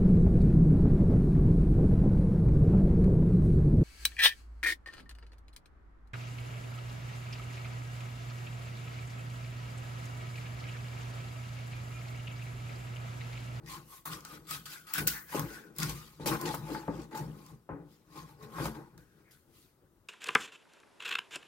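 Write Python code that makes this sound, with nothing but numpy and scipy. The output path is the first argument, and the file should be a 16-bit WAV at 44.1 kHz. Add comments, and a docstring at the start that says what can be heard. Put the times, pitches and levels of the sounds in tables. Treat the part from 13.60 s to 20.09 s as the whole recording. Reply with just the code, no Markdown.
"""A kitchen knife saws through a thawed fish on a wooden board laid over a steel sink, close to two microphones.
The slot round the blade sings and crunches through the board modes; wet skin hisses as unsteady noise.
Bones and scales snap as short noise bursts, and blows excite the board's resonances.
The fish drags on the wood as low-passed friction and rubbed tones.
A tiled kitchen answers snaps and knocks with decaying noise tails, over a faint hush of air."""
import sys
import numpy as np
from scipy import signal
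from scipy.fft import rfft, irfft, next_fast_len
from scipy.io import wavfile
from scipy.ndimage import uniform_filter1d, map_coordinates

SR = 44100
rng = np.random.default_rng(int(sys.argv[2]) if len(sys.argv) > 2 else 0)


def to_wav(s):
    """Save 16-bit WAV."""
    ch = np.atleast_2d(s).T  # columns
    pcm = np.round(np.clip(ch, -1, 1) * 32767)  # PCM
    wavfile.write(sys.argv[1], SR, pcm.astype(np.int16))


N = 286046  # samples
STEP = 16  # samples between envelope points
TICK_DB = -14  # fibre ticks against the friction noise

# Strokes and bites of the blade: (time of full strength [s], rise [s], hold [s], fade [s],
# relative crunch level [dB], pitch of the cut [Hz], relative hiss level [dB], sizzle against hiss [dB])
STROKES = [(0.075, 0.02, 0.012, .04, -52, 2090, -71, -11), (0.098, 0.068, 0.051, .13, -48.5, 1065, -51, -4),
           (0.327, 0.15, 0.046, 0.1, -59, 1073, -62.5, 6),
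           (0.455, 0.0036, 0.021, .12, -42, 1070, -54.5, 6.5),
           (0.52, 0.053, 0.015, 0.14, -45, 1200, -48, -3.5),
           (0.64, 0.0055, 0.006, 0.18, -50.5, 1282, -56.5, -6),
           (0.7, 0.11, 0.052, 0.12, -54, 1251, -57.5, -1.5),
           (0.908, 0.066, 0.042, 0.097, -45.5, 1280, -45, -1),
           (1.063, 0.0037, 0.0026, .08, -56, 1273, -48.5, -5.5),
           (1.127, 0.14, 0.009, 0.17, -50.5, 1477, -51, -0.5),
           (1.273, 0.033, 0.055, 0.085, -52.5, 1278, -56, -3),
           (1.344, 0.0055, 0.013, .09, -40.5, 1500, -41.5, -3.5),
           (1.379, .02, 0.009, 0.088, -37, 1515, -40, 2.5),
           (1.474, 0.027, 0.009, 0.14, -40.5, 1486, -38, -3),
           (1.542, 0.076, 0.041, 0.11, -46, 1763, -59.5, -5),
           (1.697, 0.072, 0.034, .1, -50.5, 1723, -60, 3),
           (1.735, 0.052, 0.032, 0.19, -39.5, 997, -46.5, -1),
           (1.933, 0.21, 0.015, 0.22, -49.5, 1498, -55, -2.5),
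           (2.184, 0.033, 0.0093, 0.23, -48.5, 1108, -48, -0.5),
           (2.225, 0.054, .005, 0.13, -40.5, 1423, -40.5, -4.5),
           (2.299, 0.12, 0.0069, 0.08, -45.5, 1090, -45, -3),
           (2.358, 0.042, 0.0053, 0.39, -55, 1201, -55.5, -1.5),
           (2.615, 0.053, 0.033, .1, -54.5, 888, -61, -9.5),
           (2.67, 0.014, 0.0052, 0.16, -35.5, 880, -36, -2),
           (2.727, 0.097, 0.027, .05, -38.5, 1079, -62, 5.5), (2.8, 0.034, 0.018, 0.12, -42, 1030, -53, 2),
           (2.859, 0.0575, 0.021, 0.14, -37.5, 871.6, -43, -10),
           (2.942, 0.11, 0.0056, 0.1, -50, 873, -49, -1.5),
           (3.125, 0.22, 0.016, 0.24, -42, 868, -52.5, -4.5),
           (3.282, .01, 0.0054, 0.15, -53.5, 892, -81, -14.5),
           (3.355, 0.19, 0.086, 0.069, -60, 906, -62.5, -10),
           (3.523, 0.023, 0.0074, 0.048, -48, 883, -67, -7.5),
           (3.552, 0.047, 0.037, 0.14, -44, 860, -53, -3), (3.795, 0.9, 0.11, 0.16, -64.5, 1039, -69, -1.5),
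           (4.087, 0.014, 0.0048, 0.12, -48.5, 1003, -105, -5),
           (4.324, 0.14, .005, 0.22, -81.5, 1004, -70.5, -3),
           (4.566, 0.12, 0.017, 0.22, -51.5, 1051, -57.5, -5),
           (4.69, 0.066, 0.0202, .09, -61, 877, -68, -2), (4.821, 0.063, 0.022, .1, -53.5, 1051, -62, -3),
           (4.983, 0.12, 0.033, 0.14, -42.5, 1092, -58.5, -1),
           (5.057, 0.2, 0.0048, 0.11, -48, 967, -47.5, -2.5),
           (5.151, 0.043, 0.0042, 0.27, -53.5, 950, -66.5, -2),
           (5.38, .02, 0.027, 0.22, -71, 1564, -75.5, 0.5), (5.505, 0.11, .12, .1, -78, 1530, -82, -4),
           (5.679, 0.15, 0.037, .1, -71, 2112, -88, -0.5),
           (5.709, 0.031, 0.0088, 0.21, -70, 1570, -68.5, 3.5),
           (5.968, 0.18, 0.045, 0.24, -83.5, 1258, -70, 1)]
# Resonances of the board and the sink under it: (frequency [Hz], bandwidth [Hz], gain [dB])
BOARD = [(56.2, 9.7, -6.5), (132.6, 41.7, -1), (161.1, 34.6, 3), (221.5, 7.1, 3), (285.6, 18.6, -1.5),
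         (340.8, 21, -3), (414.5, 31, -8.5), (471.7, 31, -5.5), (533, 96, -11), (805, 71, -6),
         (873, 92, -6), (1077, 73, -4.5), (1252, 110, -6.5), (1470, 63, -2), (1596, 170, -7),
         (1937, 160, -7.5), (2128, 70, -8.5), (2433, 270, -11)]


def cut():
    """Friction-excited resonance: the slot sings at each stroke's pitch and crunches through nearby board modes."""
    stroke_db, stroke_hz = np.transpose(STROKES)[4:6]
    sing_db = level(STROKES, stroke_db) - 5
    out = ring(sing_db, pitch(STROKES, stroke_db, stroke_hz), wander=0.017, pan_db=0.0)

    # Each stroke shares its crunch power between the two board modes that bracket its pitch.
    steps = [hz for hz, width_hz, db in BOARD[10:18]]
    place = np.interp(np.log(stroke_hz), np.log(steps), np.arange(len(steps)))
    drive = grit(150, spread_db=2.0, patchy_db=3.0)
    for k, hz in enumerate(steps):
        share_db = 10 * np.log10(np.clip(1 - np.abs(place - k), 1e-6, 1))

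        def slot(f):
            """A narrow and a broad resonance in cascade with the board modes."""
            narrow = mode(f, hz, 0.23 * hz) ** 2
            broad = mode(f, 1.15 * hz, 1.8 * hz) ** 2
            return wood(f) * (narrow + 0.3 * broad)

        out = out + spread(drive, level(STROKES, stroke_db + share_db) - 0.7, slot, pan_db=5.0)
    return out


def skin():
    """Broadband friction noise: wet skin hisses along the blade; tiny bubbles sizzle above it."""
    # Spectrum of the hiss: (frequency [Hz], relative density [dB])
    hiss_spectrum = [(1200, -38.5), (2000, -2), (2800, -2.5), (4800, -1.5), (7000, -6.5), (9000, -10),
                     (12000, -26.5)]
    # Spectrum of the sizzle: (frequency [Hz], relative density [dB])
    sizzle_spectrum = [(5000, -14), (7500, -8), (9500, -6), (11600, -3), (12500, -3.5), (13500, -3),
                       (15700, -8)]
    stroke_db, above_db = np.transpose(STROKES)[6:]
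    hiss_db = level(STROKES, stroke_db) + 1.5
    sizzle_db = level(STROKES, stroke_db + above_db) + 3.5
    hiss_drive = grit(300, spread_db=1.5, patchy_db=3.5) + amp(TICK_DB) * ticks()
    hiss = spread(hiss_drive, hiss_db, lambda f: amp(along(hiss_spectrum, f)), pan_db=2.5)
    sizzle_drive = grit(440, spread_db=1.0, patchy_db=3.0) + amp(TICK_DB) * ticks()
    sizzle = spread(sizzle_drive, sizzle_db, lambda f: amp(along(sizzle_spectrum, f)), pan_db=1.5)
    return hiss + sizzle


def ticks():
    """A Poisson-like train: small fibres tear at random moments, each a noise burst of about half a millisecond."""
    ticks_per_s, size_spread_db = 250, 5
    when = rng.random(N) < ticks_per_s / SR
    size = amp(size_spread_db * rng.standard_normal(N))
    burst = uniform_filter1d(when * size, size=24)
    return unit(burst * rng.standard_normal((2, N)))


def snaps():
    """Brittle fracture: each break is a sharp noise burst with three decay rates, some duller, some brighter."""
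    # Bones and scales breaking: (time [s], relative level [dB], relative treble level [dB])
    breaks = [(0.061, -44, -27), (0.4573, -33.5, 0.5), (0.606, -38.5, -32.5), (0.65, -31, -12.5),
              (0.9096, -24, -7.5), (1.059, -39, -7.5), (1.3376, -26, 6.5), (1.3523, -31, 2),
              (1.384, -35, 4.5), (1.472, -29.5, 0.5), (1.474, -18.5, 7.5), (1.4802, -14.5, -10.5),
              (1.7945, -24, -5.5), (2.163, -44, -3), (2.1843, -25, -5.5), (2.2007, -21, -17),
              (2.2308, -16, -24), (2.2947, -25.5, -10.5), (2.2981, -28, -26), (2.674, -23.5, -10.5),
              (2.7373, -33, -3), (2.813, -27.5, -4.5), (2.8647, -39.5, -17.5), (2.947, -32, 0.5),
              (3.418, -44, -20), (3.5747, -32.5, -12), (3.8639, -44, -14.5), (5.056, -30, -18.5),
              (5.378, -44.5, -14.5)]
    attack_s = 0.00015
    out = np.zeros((2, N + SR))
    t = np.arange(SR // 10) / SR
    f = np.fft.rfftfreq(len(t), 1 / SR)
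    # Each part falls 60 dB in the time that divides it [s].
    decay = 0.22 * amp(-60 * t / 0.0046) + 0.5 * amp(-60 * t / 0.017) + 0.036 * amp(-60 * t / 0.089)
    envelope = decay * (1 - np.exp(-t / attack_s))
    for s, db, top_db in breaks:
        burst = rng.standard_normal((2, len(t))) * envelope
        colour = mode(f, 5300, 3700) - amp(top_db + 11.0) * mode(f, 17000, 3700)
        out[:, round(s * SR):][:, :len(t)] += amp(db + 2.5) * irfft(rfft(burst) * colour, len(t))
    return out[:, :N] * amp([[.9], [-.9]])  # left is 1.8 dB louder


def knocks():
    """Impact excitation: a push and a short rattle; the harder the contact, the higher the modes that ring."""
    # Blade or fish striking the wood: (time [s], relative strength [dB], centre of the blow [Hz])
    blows = [(0.456, -36.5, 1080), (0.649, -44, 1300), (1.339, -58, 1498), (1.38, -31, 1510),
             (1.513, -44, 1550), (1.747, -18.5, 373), (1.796, -32, 1540), (2.598, -31.5, 326),
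             (2.66, -21.5, 591), (2.941, -23, 847), (3.148, -27.5, 1480), (3.281, -19.5, 530.5),
             (3.547, -33.5, 840), (4.0911, -27.5, 539.4), (4.984, -27, 901), (5.001, -24.5, 448),
             (5.055, -23, 850), (5.378, -51.5, 1587)]
    push = np.zeros(N + SR)
    t = np.arange(SR // 5) / SR
    f = np.fft.rfftfreq(len(t), 1 / SR)
    for s, db, hz in blows:
        blow = 0.021 * rng.standard_normal(len(t)) * amp(-60 * t / 0.32)
        blow[0] = 1  # the push, ahead of the rattle
        contact = mode(f, hz, 1.19 * hz) ** 2 / (1 + 1j * f / 2000) ** 3
        blow = irfft(rfft(blow) * contact, len(t))
        push[round(s * SR):][:len(t)] += amp(db + 23.5) * blow / np.linalg.norm(blow)
    # The 0.2 is the blow heard directly, beside the board's modes.
    return filtered(push[:N], lambda f: (wood(f) + 0.2) * ports(f, pan_db=3.5))


def drag():
    """Sliding friction: soft flesh pushes only the low modes of the board, and each shove sets tones singing."""
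    # The fish shoved along the wood: (time of full strength [s], rise [s], hold [s], fade [s],
    # relative drone level [dB], relative rumble level [dB], pitch of the rumble [Hz])
    shoves = [(.002, 0.18, 0.17, 0.32, -52, -56.5, 336.7), (0.47, .02, 0.09, 0.24, -50.5, -52, 300),
              (0.696, 0.061, 0.055, 0.42, -55, -54, 298), (0.928, 0.18, .005, 0.57, -51.5, -57.5, 297),
              (1.381, 0.056, 0.041, 0.22, -36.5, -43, 301.7), (1.731, 0.025, 0.0036, 0.72, -53, -43.5, 330),
              (1.811, 0.13, 0.011, 0.13, -36.5, -60.5, 330), (2.191, 0.035, 0.077, 0.25, -35, -46, 360),
              (2.599, .04, 0.049, 0.21, -44, -47, 310.2), (2.658, 0.025, 0.065, 0.11, -34, -33.5, 311.2),
              (2.841, 0.14, 0.03, 0.17, -43.5, -37, 338.4), (3.013, 0.78, 0.011, 0.63, -43, -53.5, 340.9),
              (3.096, 0.052, 0.0059, 0.26, -55, -37, 323.7), (3.286, .02, 0.0056, 0.22, -36, -36.5, 291.7),
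              (3.384, .05, 0.015, 0.093, -48, -44, 321), (3.527, 0.12, 0.0045, 0.37, -59, -45, 330),
              (3.599, 0.1, .04, 0.33, -42, -44.5, 212.7), (3.926, 0.084, 0.0058, 0.131, -47.5, -57, 299.4),
              (4.094, 0.023, 0.035, 0.26, -43.5, -42.5, 292), (4.56, 0.13, 0.0044, 0.42, -49, -52, 309.2),
              (4.83, 0.11, 0.0047, 0.36, -49.5, -49.5, 420), (4.993, 0.097, 0.069, 0.16, -37, -40, 330.2),
              (5.17, 0.061, 0.033, 0.12, -52, -48, 320), (5.342, 0.092, 0.051, 0.16, -55.5, -63, 312),
              (5.58, 0.19, 0.016, 0.22, -67.5, -68.5, 326), (5.887, 0.12, 0.0051, 0.36, -84, -65.5, 329),
              (6.218, 0.083, 0.0057, 0.15, -67.5, -67, 331)]
    drone_hz = 156.5
    drone_rows_db, rumble_rows_db, rumble_rows_hz = np.transpose(shoves)[4:]
    drone_db = level(shoves, drone_rows_db)
    rumble_db = level(shoves, rumble_rows_db)
    rumble_hz = pitch(shoves, rumble_rows_db, rumble_rows_hz)

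    def drone(f):
        """Board modes low-passed at 200 Hz and high-passed at 35 Hz."""
        return wood(f) / (1 + 1j * f / 200) ** 4 * (1j * f / (35 + 1j * f)) ** 2

    def rumble(f):
        """Board modes through a broad resonance."""
        return wood(f) * mode(f, 389, 480) ** 2

    return (spread(grit(40, spread_db=0.5, patchy_db=1.0), drone_db - 3.5, drone, pan_db=2.5)
            + spread(grit(60, spread_db=1.5, patchy_db=1.5), rumble_db - 2.0, rumble, pan_db=3.5)
            + ring(drone_db - 4.5, drone_hz, wander=0.04985, pan_db=2.0)
            + ring(rumble_db - 6.5, rumble_hz, wander=0.02457, pan_db=4.0))


def kitchen(x):
    """Reverberation: each frequency of a noise tail dies at its own speed; a new tail every third of a second."""
    # Reverberation time of the room: (frequency [Hz], time to fall 60 dB [s])
    decay_times = [(100, .4), (500, 0.18), (2000, 0.2), (12000, 0.47)]
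    out, step = np.zeros((2, N + 2 * SR)), SR // 3
    for a in range(0, N, step):
        hz, t, z = signal.stft(rng.standard_normal((2, SR // 2)), SR, nperseg=256)
        decay = amp(-60 * t / along(decay_times, hz)[:, None])
        tail = signal.istft(z * decay, SR, nperseg=256)[1]
        wet = signal.fftconvolve(x[:, a:a + step], tail / np.linalg.norm(tail[0]), axes=1)
        out[:, a + 130:][:, :wet.shape[1]] += wet  # the answer starts 130 samples late
    return out[:, :N]


def hush():
    """Stationary background noise: the quiet air of the kitchen, shaped by its spectrum."""
    # Spectrum of the air: (frequency [Hz], relative density [dB])
    air_spectrum = [(15, -43), (25, -3), (133, 0.5), (261, -7), (342, -2.5), (707, -16.5), (1280, -14),
                    (2250, -26), (6990, -29.5), (12300, -27.5), (15700, -28)]
    air = grit(6, spread_db=1.5, patchy_db=1.5)
    return spread(air, -68.5, lambda f: amp(along(air_spectrum, f)), pan_db=4.5)


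def ring(level_db, hz, wander, pan_db):
    """Rubbed resonance: a tone whose pitch wanders by a share of itself and whose strength flickers."""
    rate = 45  # random values a second
    knots = rng.standard_normal((2, int(N * rate / SR) + 4))
    drift, flicker = (map_coordinates(row, [np.arange(N) * rate / SR]) for row in knots)
    phase = 2 * np.pi * np.cumsum(hz * (1 + wander * drift)) / SR
    tone = unit(amp(4.0 * flicker) * np.sin(phase))
    # The faster the pitch glides, the quieter the tone.
    leap_db = -1.5 * SR * np.abs(np.gradient(np.log(hz + np.zeros(N))))
    return filtered(tone * amp(level_db + leap_db), lambda f: ports(f, pan_db))


def grit(rate, spread_db, patchy_db):
    """Irregular friction: two noises in patches of colour, their strength moving between rate random values a second."""
    z = signal.stft(rng.standard_normal((2, N)), nperseg=512)[2]
    field = rng.standard_normal(z.shape[1:])
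    field = uniform_filter1d(uniform_filter1d(field, size=5, axis=0), size=5, axis=1)
    pair = signal.istft(z * amp(patchy_db * unit(field)), nperseg=512)[1][:, :N]
    knots = rng.standard_normal(int(N * rate / SR) + 4)
    jumps = map_coordinates(knots, [np.arange(N) * rate / SR], order=1)
    return unit(amp(spread_db * jumps) * pair)


def wood(f):
    """Modal superposition: the resonances of the board, neighbours in opposite phase."""
    return sum((-1) ** k * amp(db) * mode(f, hz, width) for k, (hz, width, db) in enumerate(BOARD))


def mode(f, hz, width_hz):
    """Damped oscillator: one causal resonance, gain 1 at its centre."""
    return 1j * f * width_hz / (hz * hz - f * f + 1j * f * width_hz + 1e-9)


def swells(rows, level_db):
    """Stick-slip motion: power of each row through rise, hold and fade, stalling before a jerk and leaping at it."""
    # The stuck blade lets go: time [s]
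    jerks = [0.061, 0.454, 0.648, 0.869, 1.056, 1.268, 1.335, 1.379, 1.47, 1.746, 2.188, 2.598, 2.659, 2.81,
             2.854, 3.279, 3.511, 3.549, 4.091, 4.824, 4.922, 5.381, 5.709]
    stick_s, slip_s = 0.018, 0.00991  # stall before a jerk, leap ahead at it
    swing_db = 30  # climb over the rise time, fall over the fade time
    s, rise, hold, fade = np.abs(np.array(rows)[:, :4, None]).transpose(1, 0, 2)
    t = clock = np.arange(0, N + STEP, STEP) / SR
    for jerk in jerks:
        near = (clock > jerk - stick_s) & (clock < jerk + slip_s)
        held = np.where(clock < jerk, jerk - stick_s, jerk + slip_s)
        t = np.where(near, held, t)
    below = np.maximum(np.maximum((s - t) / rise, (t - s - hold) / fade), 0)
    return amp(2 * np.maximum(level_db[:, None] - swing_db * below, -150))  # doubled dB: power


def level(rows, level_db):
    """Incoherent addition: the powers of all rows summed, in dB per sample."""
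    return fine(10 * np.log10(swells(rows, level_db).sum(axis=0)))


def pitch(rows, level_db, hz):
    """Dominance by power: the pitch of the loudest rows, gliding from one to the next."""
    power = swells(rows, level_db) ** 3  # cubed, so the loudest row prevails
    return fine((power * hz[:, None]).sum(axis=0) / power.sum(axis=0))


def fine(coarse):
    """Linear interpolation: envelope points to one value per sample."""
    return np.interp(np.arange(N) / STEP, np.arange(len(coarse)), coarse)


def spread(pair, level_db, response, pan_db):
    """Interchannel coherence: two drives through a body as mid and side, in shares that set the likeness."""
    # Likeness of the two channels: (frequency [Hz], left-right correlation [0 to 1])
    likeness = [(60, 0.96), (250, 0.9), (550, 0.69), (1100, 0.8), (2500, 0.15), (15000, 0.13)]
    m = next_fast_len(N + SR // 4, real=True)
    f = np.fft.rfftfreq(m, 1 / SR)
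    turn = np.arccos(np.clip(along(likeness, f), -1, 1)) / 2
    body = response(f)
    body = unit(np.abs(body)) * np.exp(1j * np.angle(body))
    mid, side = rfft(pair * amp(level_db), m) * body * [np.cos(turn), np.sin(turn)]
    return irfft(np.array([mid + side, mid - side]) * ports(f, pan_db), m)[:, :N]


def ports(f, pan_db):
    """Interchannel level and phase: left is louder by pan_db and leads."""
    # Phase between the microphones: (frequency [Hz], lead of the left [rad])
    left_lead = [(100, 0.06), (750, 0.45), (1050, 1.4), (3000, 0.95)]
    half = np.array([[.5], [-.5]])
    return amp(pan_db * half) * np.exp(1j * half * along(left_lead, f))


def filtered(x, response):
    """Linear filtering: x times a complex response of frequency."""
    m = next_fast_len(N + SR // 2)
    return irfft(rfft(x, m) * response(np.fft.rfftfreq(m, 1 / SR)), m)[..., :N]


def along(points, hz):
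    """Logarithmic frequency scale: values interpolated between (frequency, value) points."""
    f, v = np.transpose(points)
    return np.interp(np.log(hz + 1), np.log(f + 1), v)


def unit(x):
    """Power normalisation: x scaled to rms 1."""
    return x / np.sqrt(np.mean(x ** 2) + 1e-20)


def amp(db):
    """Logarithmic level: decibels to gain."""
    return 10 ** (np.asarray(db) / 20)


def scene():
    """Superposition: snaps and knocks with their echoes, over the sawing and the hush."""
    hits = snaps() + knocks()
    return hits + amp(-8.0) * kitchen(hits) + drag() + cut() + skin() + hush()


def record(dry):
    """Band limitation: the sound drops 36.5 dB from 15.8 kHz and ends at 16.9 kHz."""
    return filtered(dry, lambda hz: (hz < 16900) * np.where(hz < 15800, 1, amp(-36.5)))


dry = scene()
out = record(dry)
to_wav(out)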